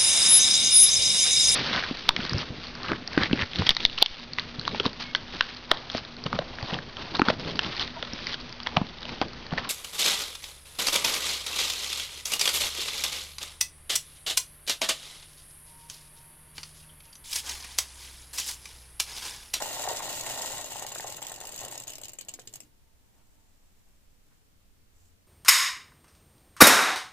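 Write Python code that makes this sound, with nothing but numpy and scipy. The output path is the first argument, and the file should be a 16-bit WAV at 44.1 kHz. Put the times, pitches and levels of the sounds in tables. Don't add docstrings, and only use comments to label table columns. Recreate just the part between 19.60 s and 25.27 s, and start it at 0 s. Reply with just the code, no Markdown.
import sys
import numpy as np
from scipy import signal
from scipy.fft import rfft, irfft, next_fast_len
from scipy.io import wavfile
from scipy.ndimage import uniform_filter1d, map_coordinates

SR = 44100
rng = np.random.default_rng(int(sys.argv[2]) if len(sys.argv) > 2 else 0)


def volts_from_decibels(level):
    exponent = np.asarray(level, float) / 20
    return 10 ** exponent


def unload_wav(signal):
    wavfile.write(
        sys.argv[1],
        SR,
        np.round(np.clip(np.atleast_2d(signal).T, -1, 1) * 32767).astype(np.int16),
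    )


N = 250047
SECONDS = np.arange(N) / SR

FULL_DB = -38
EMPTY_S, EMPTY_DB_PER_S = 3.01, 250
# start in seconds, peak in dB, left-right in dB, treble in dB.
LAST_BALLS = [(2.112, -23.5, 7, -14), (2.2783, -24.5, 10, -19), (2.3011, -23.5, 2, -17),
              (2.3334, -26.5, 5, -11), (2.354, -25, 0, -14.5), (2.382, -29.5, 0, -10), (2.414, -30, 1, -8),
              (2.434, -24, 8, -16), (2.454, -26.5, -2, -12), (2.482, -28, 0, -11.5),
              (2.493, -27.5, -1, -12), (2.533, -29, -1, -10), (2.586, -22.5, 9, -16),
              (2.611, -28.5, 4, -7.5), (2.6478, -41, 3, -12), (2.6843, -21, 0, -25),
              (2.7382, -26.5, 3, -12.5), (2.794, -29.5, -3, -21), (2.8728, -27, -2, -18),
              (2.9375, -25.5, -4, -13), (2.956, -28, 6, -4), (3.0029, -28, 3, -13)]


def unit(x):
    return x / np.sqrt(np.mean(x ** 2) + 1e-20)


def along(points, hz):
    f, v = np.transpose(points)
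    return np.interp(np.log(hz + 1), np.log(f + 1), v)


def curve(rows):
    s, db = np.transpose(rows)
    return np.interp(SECONDS, s, db, left=-150, right=-150)


def wobble(rate):
    knots = rng.standard_normal(int(N * rate / SR) + 4)
    return map_coordinates(knots, [SECONDS * rate])


def fade(start_s, db_per_s):
    return -db_per_s * np.maximum(SECONDS - start_s, 0)


def filtered(x, response):
    m = next_fast_len(N + SR // 4)
    return irfft(rfft(x, m) * response(np.fft.rfftfreq(m, 1 / SR)), m)[..., :N]


def mode(f, hz, width_hz):
    return 1j * f * width_hz / (hz * hz - f * f + 1j * f * width_hz)


def noise(spectrum, alike):
    def response(hz):
        turn = np.arccos(np.clip(along(alike, hz), -1, 1)) / 2
        return volts_from_decibels(along(spectrum, hz)) * [np.cos(turn), np.sin(turn)]

    mid, side = filtered(rng.standard_normal((2, N)), response)
    return unit(np.array([mid + side, mid - side]))


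def impulses(times, gains):
    at = np.clip(np.rint(times * SR).astype(int), 0, N)
    return np.bincount(at.ravel(), gains.ravel(), N + 1)[:N]


def stream(share):
    # time in seconds, rate in balls per second.
    ball_rate = [(0, 1100), (1, 900), (1.6, 650), (2.2, 400), (3.1, 150)]
    s, rate = np.transpose(ball_rate)
    t = np.arange(round(s[-1] * SR)) / SR
    passed = np.cumsum(share * np.interp(t, s, rate)) / SR
    times = np.interp(np.cumsum(rng.exponential(size=4000)), passed, t, right=N)
    return times[times < N]


def swing():
    # time in seconds, strength in dB.
    flow = [(0, -39), (.3, -38.5), (.45, -38.5), (.61, -38.5), (.65, -39), (.67, -37.5), (.9, -39.5),
            (1.0, -41), (1.08, -46.5), (1.13, -42.5), (1.4, -43.5), (1.6, -48.5), (1.85, -51.5),
            (2.03, -44.5), (2.2, -52.5), (2.27, -57), (2.6, -66), (3.08, -89)]
    return curve(flow) - FULL_DB


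def lulls():
    # middle in seconds, depth in dB, half length in seconds.
    dips = [(0.274, 6, 0.0072), (0.352, 4, 0.011), (0.409, 8.5, 0.015), (0.482, 9, 0.0079),
            (0.627, 9.5, .006), (0.648, 8, 0.01), (0.77, 8, 0.0077), (0.91, 0, .005), (0.993, 5, .006),
            (1.058, -2, .005), (1.08, -1, .01), (1.208, 9, .008), (1.253, 14, 0.011), (1.313, 17, 0.0059),
            (1.338, 11, .006), (1.397, 10, .005), (1.49, 12, .004), (1.453, 11, .008), (1.554, 18, .006),
            (1.598, 10, 0.01), (1.716, 6, 0.0068), (1.797, 17, 0.011), (2.258, 19, .012),
            (1.912, 5, 0.0073), (2.074, 16, .007), (2.098, 13, .008), (2.19, 2, .007), (2.212, 7, 0.0065),
            (2.23, 8, .005)]
    return -sum(db * np.exp(-((SECONDS - s) / half) ** 2) for s, db, half in dips)


def clatter(times, db, pan_db, treble_db, spread, rise, first, count):
    # pitch in Hz, width in Hz, level in dB, dB gained a second as the heap rises.
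    wall = [(2832, 157, 2.5, -0.1), (2990, 310, -12.5, 4.5), (3700, 400, -12, 0.5), (4170, 470, -4.5, -5.5),
            (5240, 750, -11.5, 2.5), (6350, 200, -0.5, -6), (6684, 130, 7.5, 2), (7150, 140, 5, -3),
            (7390, 210, 0, -1), (7560, 100, 5.5, 2.3), (7670, 26, -8, 1.5), (6700, 28, -7, 4),
            (7840, 124, 2.5, 1.9), (8150, 116, 3.5, -1)]
    # frequency in Hz, level in dB per Hz.
    tick = [(300, -9), (1200, -22), (2500, -4.5), (5000, -1.5), (8000, -4.5), (10000, -13), (20000, -30)]
    # frequency in Hz, level in dB per Hz.
    spark = [(4000, -18), (7500, -34), (9500, -3.5), (12000, -2.5), (15000, -0.5), (20000, -19)]
    draw = rng.standard_normal((len(times), 3, count))
    late = spread * np.abs(draw[:, 0]) ** 1.3
    size = np.tanh(draw[:, 1]) * volts_from_decibels(-5.5 * late / spread) * (1 - np.exp(-late / rise))
    late[:, 0] = rise
    size *= volts_from_decibels(db[:, None]) / np.linalg.norm(size, axis=1, keepdims=True)
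    lag = .00005 + .00002 * draw[:, 2]
    at = times[:, None] + late

    def ears(gains):
        return np.array([impulses(at - side * lag, gains * volts_from_decibels(side * pan_db / 2)[:, None])
                         for side in (1, -1)])

    out = filtered(ears(size), lambda f: volts_from_decibels(along(tick, f)))
    out += filtered(ears(size * volts_from_decibels(treble_db[:, None])), lambda f: volts_from_decibels(along(spark, f)))
    size[:, 0] = first * np.abs(size).max(1)
    strike_db = 1.73 * rng.standard_normal((len(times), len(wall)))
    facing = np.sign(rng.standard_normal((len(times), len(wall))))
    for k, (hz, width_hz, level_db, gains_db) in enumerate(wall):
        blow_db = level_db + gains_db * times + strike_db[:, k]
        blows = size * (facing[:, k] * volts_from_decibels(blow_db))[:, None]
        out += filtered(ears(blows), lambda f: mode(f, hz, width_hz))
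    return out


def pouring():
    times = stream(0.94)
    sizes_db, pan_db, treble_db = rng.standard_normal((len(times), 3)).T
    dense = clatter(times, 1.67 * sizes_db, 2.0 * pan_db, 3 * treble_db - 7.5,
                    spread=.003, rise=.0007, first=0.58, count=12)
    dense /= np.sqrt(np.abs(uniform_filter1d(np.mean(dense ** 2, 0), SR // 12))) + 0.00089
    thins = fade(2.25, 32)
    return volts_from_decibels(FULL_DB + swing() + thins + lulls() + 0.16 + 0.46 * wobble(44.8)) * dense


def landings():
    # start in seconds, peak in dB, left-right in dB.
    apart = [(0.0213, -19.5, -9), (0.114, -45, 2), (0.1447, -29, 1.0), (0.1942, -24.5, 6),
             (0.2197, -24.5, -5), (0.2278, -24.5, 2.0), (0.2874, -21, 3.0), (0.304, -26, 2.5),
             (0.362, -26.5, 0.5), (0.3691, -22, -2), (0.3918, -31, 0), (0.4247, -26.5, 10),
             (0.4597, -35, 7), (0.472, -30, 2), (0.494, -27, 3.0), (0.527, -25, 7), (0.554, -30, 1.5),
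             (0.568, -36, -1), (0.577, -36, -1), (0.587, -39, 1.0), (0.6085, -21, -2), (0.6352, -30, 4),
             (0.6626, -27, 10), (0.6674, -28, -1), (0.7064, -36, 1.5), (0.7746, -25, 1), (0.7888, -26, 0),
             (0.819, -23, 0), (0.833, -27, -2), (0.8589, -22.5, -9), (0.8768, -30, 4), (0.8885, -28, 0),
             (0.9483, -31, 0), (0.9797, -25, 2.5), (0.9994, -33, 9), (1.011, -31, 10), (1.0425, -26, -1),
             (1.059, -34, 2.0), (1.0856, -37, 1.0), (1.1038, -31, 1.5), (1.1198, -28, 1.5),
             (1.158, -29, 1.5), (1.1667, -27, 1.5)]
    # start in seconds, peak in dB, left-right in dB.
    thinning = [(1.1938, -25, 2.0), (1.223, -26.5, 8), (1.2644, -24.5, 0), (1.3186, -29, 6),
                (1.349, -26, -3), (1.3836, -27.5, 2.5), (1.405, -26.5, 2), (1.4393, -33, -1),
                (1.4637, -36, 0.0), (1.471, -29, 1.5), (1.4779, -27.5, 1.0), (1.4985, -31, 3.5),
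                (1.5232, -30, 8.0), (1.5223, -34, 1.5), (1.544, -32, 0), (1.5669, -29.5, -5),
                (1.582, -38, -4), (1.6175, -30.5, 0.5), (1.6257, -26, 5), (1.6484, -33, -2),
                (1.667, -27, -7), (1.6824, -33, -4), (1.6952, -28.5, -8), (1.718, -27.5, 3),
                (1.74, -32, 1.0), (1.7602, -29, -5), (1.8027, -29, 9), (1.811, -29, 7), (1.8353, -38, 3),
                (1.8516, -29, 8), (1.8703, -27, -3), (1.8905, -29.5, 6), (1.921, -29.5, 11),
                (1.942, -33, -6), (1.9605, -32, -5), (1.9774, -30, 0), (1.989, -28, 11), (2.014, -33, 3.0),
                (2.0323, -36, 3.0), (2.049, -27.5, 1.0), (2.082, -32, 0.5), (2.1223, -27, 2),
                (2.154, -29.5, 9), (2.1771, -28.5, 4), (2.1993, -31, -3), (2.2355, -33.5, -3)]
    # start in seconds, peak in dB.
    rebounds = [(2.1304, -27), (2.22, -31), (2.2937, -26.5), (2.445, -29), (2.6908, -25.5), (2.7458, -35),
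                (2.799, -36), (2.816, -41), (2.8918, -44), (2.9268, -47), (2.964, -40), (3.021, -50),
                (2.609, -27), (2.629, -48), (3.033, -45), (1.784, -35), (2.006, -26), (2.059, -33),
                (2.2713, -27), (2.319, -30), (2.518, -42), (2.552, -45), (2.713, -41)]
    chance = stream(0.022)
    chance = chance[chance < 0.9]
    luck = rng.standard_normal((len(chance), 2))
    plain = [(s, db + 4.5, pan) for s, db, pan in apart]
    plain += [(s, db + 5, pan) for s, db, pan in thinning]
    plain += [(s, db, 1) for s, db in rebounds]
    plain += [(s, -36.5 - 4 * size, 5 * side) for s, (size, side) in zip(chance, luck)]
    edges_db = -17 + 3 * rng.standard_normal(len(plain))
    rows = LAST_BALLS + [(*row, edge) for row, edge in zip(plain, edges_db)]
    s, db, pan_db, treble_db = np.transpose(rows)
    return clatter(s, db + 11.5, 0.41 * pan_db, treble_db + 7.0,
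                   spread=.0027, rise=.0012, first=1.25, count=60)


def ticks():
    # start in seconds, peak in dB.
    bright = [(1.2244, -33), (1.264, -36), (1.285, -31), (1.32, -37), (1.3488, -35), (1.4052, -36),
              (1.4631, -41), (1.471, -46), (1.498, -38), (1.5234, -41), (1.5627, -33), (1.5704, -38),
              (1.616, -41), (1.624, -39), (1.6826, -33), (1.718, -40), (1.7409, -41), (1.7594, -42),
              (1.803, -39), (1.8357, -40), (1.8532, -40), (1.8756, -38), (1.9215, -41), (1.941, -40),
              (1.9609, -33), (2.0058, -37), (2.048, -35), (2.0821, -41), (2.1091, -36), (2.131, -38),
              (2.1754, -40), (2.199, -34), (2.2193, -41), (2.2346, -39), (2.2768, -32), (2.304, -39),
              (2.271, -42), (2.295, -42), (2.321, -41), (2.365, -46), (2.443, -45), (2.518, -46),
                (2.553, -49), (2.649, -50), (2.713, -50), (2.816, -49), (2.855, -51), (2.893, -50),
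                (2.928, -49), (2.965, -44), (3.022, -50)]
    s, db = np.transpose(bright)
    return clatter(s, db + 4.5, 2.5 * rng.standard_normal(len(s)), 13.5 + 0 * s,
                   spread=.0035, rise=.0008, first=0.93, count=50)


def rolling(roll_db):
    # pitch in Hz, width in Hz, level in dB.
    panels = [(396, 50, -12), (531.6, 22, -2), (608, 55, 0), (725, 147, -3), (886, 75, 0), (1065, 66, -5),
              (1375, 200, -12), (1907, 88, -6), (3780, 295, -10.5)]
    times = stream(.8)
    sizes = volts_from_decibels(1.2 * rng.standard_normal(len(times))) * rng.standard_normal(len(times))

    def box(f):
        return sum((-1) ** k * volts_from_decibels(db) * mode(f, hz, w) for k, (hz, w, db) in enumerate(panels))

    drum = filtered(impulses(times, sizes), box)
    drum /= np.sqrt(np.abs(uniform_filter1d(drum ** 2, SR // 5))) + 1e-4
    return volts_from_decibels(roll_db + fade(EMPTY_S, EMPTY_DB_PER_S) + 1.95 * wobble(12.06)) * drum


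def knocking(roll_db):
    # start in seconds, peak in dB, pitch in Hz, sharpness in dB.
    hard_knocks = [(0.022, -21, 713, -6), (0.057, -27.5, 900, -21), (0.19, -30, 940, -14),
                   (0.254, -22.5, 704, -23), (0.275, -16.5, 780, -13.5), (0.295, -23, 927.8, -13),
                   (0.313, -19.5, 644, -29), (0.346, -27, 625, -27), (0.404, -27.5, 950, -6),
                   (0.665, -31.5, 980, -1), (0.704, -30.5, 840, -2), (0.935, -28, 870, -13),
                   (1.044, -30.5, 647, -25), (0.428, -30.5, 935, -10), (1.157, -25.5, 830, -14),
                   (1.222, -26, 840, -10), (1.247, -27.5, 850, -10), (1.359, -31, 670, 2),
                   (1.398, -27.5, 845, -2), (1.429, -36, 711.6, -1), (1.445, -23.5, 754, -19),
                   (1.584, -38.5, 695, 0), (1.62, -30, 860, -9), (1.717, -30.5, 754, -5),
                   (1.812, -34, 660, -4), (1.844, -32, 835, -15), (2.039, -29, 719, -18),
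                   (2.06, -35, 550, -5), (2.023, -35, 800, -17), (2.078, -39, 750, -12),
                   (2.175, -37, 600, -9), (2.408, -44, 696, -12), (2.418, -43, 650, -8),
                   (2.383, -37.5, 615, -10), (2.790, -41, 730, -1.5), (2.790, -40.5, 500, -3.5)]
    # start in seconds, peak in dB, pitch in Hz.
    light_knocks = [(0.123, -38, 764), (0.142, -40, 810), (0.167, -37, 802), (0.214, -35, 804),
                    (0.28, -24, 720), (0.329, -30, 626), (0.395, -27.5, 1090), (0.455, -29, 780),
                    (0.51, -30.5, 870), (0.631, -30, 990), (0.684, -30, 660), (0.774, -32, 780),
                    (0.809, -34, 880), (0.849, -33, 633), (0.885, -43, 640), (0.916, -41, 880),
                    (1.025, -39, 640), (1.082, -39, 596), (1.106, -39, 910), (1.119, -30, 821),
                    (1.14, -37, 850), (1.205, -38, 874), (1.281, -48, 780), (1.304, -42, 818),
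                    (1.326, -38, 880), (1.468, -34, 870), (1.494, -37, 568), (1.511, -36, 859),
                    (1.653, -35, 860), (1.778, -35, 814), (1.864, -37, 515), (1.89, -36, 720),
                    (1.935, -36, 557), (2.014, -32.5, 730), (2.126, -36.5, 850), (2.155, -36, 754)]
    nudge_times = stream(.012)
    luck = rng.standard_normal((len(nudge_times), 3))
    knocks = hard_knocks + [(s, db - 1.5, hz, -8) for s, db, hz in light_knocks]
    knocks += [(s, roll_db[round(s * SR)] + 3 * size, 760 * 1.12 ** pitch, -12 + 4 * hard)
               for s, (size, pitch, hard) in zip(nudge_times, luck)]
    knocks += [(s, db - 19, 600 * 1.2 ** rng.standard_normal(), -12) for s, db, *_ in LAST_BALLS]
    out, t = np.zeros(N + SR), np.arange(SR // 30) / SR
    for s, db, hz, sharp_db in knocks:
        phase = 2 * np.pi * hz * t
        flap = np.sin(phase) * volts_from_decibels(-60 * t / 0.014) * (1 - np.exp(-t / 0.00098))
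        fold = np.sin(0.74 * phase) + np.sin(1.38 * phase)
        fold *= volts_from_decibels(-9 - 60 * t / 0.015) * (1 - np.exp(-t / 0.0022))
        edge = np.sin(2.19 * phase) * volts_from_decibels(sharp_db - 60 * t / 0.0056)
        out[round(s * SR):][:len(t)] += volts_from_decibels(db + 4.0) * (flap + fold + edge)
    low_hz = 380
    return filtered(out[:N], lambda f: -f * f / (low_hz ** 2 - f * f + 1.2j * f * low_hz))


def cardboard():
    roll_db = -41 + 0.56 * swing() - 3.5 * SECONDS
    return rolling(roll_db) + knocking(roll_db)


def bench():
    # frequency in Hz, level in dB per Hz.
    bench_tone = [(22, -6.5), (40, -7), (70, -11.5), (115, 0.5), (200, -10.5), (350, -4.5), (700, -25.5)]
    level_db = -54 + 0.32 * np.maximum(swing(), -26) + fade(EMPTY_S + 0.042, EMPTY_DB_PER_S)
    return volts_from_decibels(level_db + 1.2 * wobble(15.0)) * noise(bench_tone, [(100, 1.0), (300, 0.81)])


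def air():
    # frequency in Hz, level in dB per Hz.
    quiet = [(12, -3.5), (20, 2), (32, -12.5), (48, -9), (68, -12), (198, -21.5), (270, -22), (301, -28),
             (422, -26), (873, -32.5), (1260, -33), (7520, -37), (14700, -39.5), (16000, -36)]
    # frequency in Hz, left-right likeness from -1 to 1.
    quiet_alike = [(60, 0.48), (130, 0.17), (290, 0.2), (640, -0.09), (1410, -0.14), (3100, 0.034),
                   (6820, -0.12), (15000, -0.029)]
    return volts_from_decibels(-60.5) * noise(quiet, quiet_alike)


def machinery():
    # pitch in Hz, width in Hz, level in dB.
    hums = [(103, 8, -84), (200, 8, -85), (292, 12, -85)]

    def response(f):
        return sum(volts_from_decibels(db) * np.sqrt(SR / np.pi / w) * mode(f, hz, w) for hz, w, db in hums)

    return filtered(rng.standard_normal(N), response)


def singing_tone(level_db, hz, width_hz):
    tone = filtered(rng.standard_normal(N), lambda f: mode(f, hz, width_hz))
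    return volts_from_decibels(level_db) * unit(tone)


def empty_flap():
    # time in seconds, level in dB.
    flap_ring = [(3.05, -82.5), (3.55, -85), (3.85, -81.5), (3.95, -105)]
    return singing_tone(curve(flap_ring), 902, 12.24)


def gestures():
    # loudest moment in seconds, seconds for 10 dB of rise, seconds for 10 dB of fall,
    # hiss in dB, handling in dB.
    rustle = [
        (3.7, .4, 1.3, -75, -80),
        (3.58, .05, .07, -85, -73),
        (4.73, .08, .07, -77, -84),
        (5.44, .11, .09, -68.5, -84),
    ]
    shapes = []
    for s, rise, fall, hiss_db, cloth_db in rustle:
        away = np.maximum((s - SECONDS) / rise, (SECONDS - s) / fall)
        shapes.append(volts_from_decibels(-10 * away ** 2) * volts_from_decibels([[hiss_db], [cloth_db]]))
    return np.sqrt(np.sum(np.square(shapes), 0))


def glove_and_powder():
    # frequency in Hz, level in dB per Hz.
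    grains = [(2500, -13), (4500, -9), (6000, -4.5), (7200, -0.5), (7700, 2.5), (8600, -11), (11000, -10.5)]
    # frequency in Hz, level in dB per Hz.
    fabric = [(250, -14), (800, 1.5), (1500, -11), (3000, -10.5), (6000, -48)]
    hiss, cloth = gestures()
    powder = hiss * volts_from_decibels(2.1 * wobble(150)) * noise(grains, [(5000, 0.17)])
    glove = cloth * volts_from_decibels(2.9 * wobble(40)) * noise(fabric, [(1000, 0.39)])
    return powder + glove


def tray():
    # frequency in Hz, level in dB per Hz.
    scrape = [(500, -14), (1100, 5), (2200, 1), (4000, -12), (8000, -21)]
    level_db = -75 - 10 * ((SECONDS - 4.73) / .045) ** 2
    return volts_from_decibels(level_db + 2.9 * wobble(90)) * noise(scrape, [(2000, 0.4)])


def far_drone():
    # time in seconds, level in dB.
    drone_level = [(4.9, -73.5), (5.25, -73.5), (5.5, -65.5), (5.67, -79)]
    return singing_tone(curve(drone_level), 85.2, 1.5)


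def room(x):
    # frequency in Hz, seconds to fall by 60 dB.
    decay = [(200, 0.28), (1000, 0.15), (3000, 0.14), (5000, 0.073), (7500, 0.057), (10000, .03),
             (15000, 0.049)]
    hz, t, z = signal.stft(rng.standard_normal((2, SR // 2)), SR, nperseg=256)
    tail = signal.istft(z * volts_from_decibels(-60 * t / along(decay, hz)[:, None]), SR, nperseg=256)[1]
    late = np.pad(x, ((0, 0), (200, 0)))
    return signal.fftconvolve(late, tail / np.linalg.norm(tail[0]), axes=1)[:, :N]


def scene():
    # frequency in Hz, left-right in dB.
    tilt = [(60, 1), (110, -3), (200, 3.5), (380, 1), (700, 1.5), (1290, 2), (2380, -1), (4400, -6),
            (8120, 8), (15000, -8)]
    steel = pouring() + landings() + ticks()
    box = cardboard()
    box = np.array([box, np.roll(box, 3)])
    near = filtered(steel + box, lambda f: volts_from_decibels(np.outer([.5, -.5], along(tilt, f))))
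    walls = room(volts_from_decibels(-7.0) * steel + volts_from_decibels(-11.5) * box)
    workshop = bench() + air() + machinery() + empty_flap() + glove_and_powder() + tray() + far_drone()
    return near + walls + workshop


def top_cut(x):
    return signal.sosfilt(signal.butter(12, 16820, fs=SR, output="sos"), x)


def record(dry):
    kept = filtered(dry, lambda f: 1 / (1 + (f / 15520) ** 300) + volts_from_decibels(-46))
    return top_cut(kept)


dry = scene()
out = record(dry)
unload_wav(out)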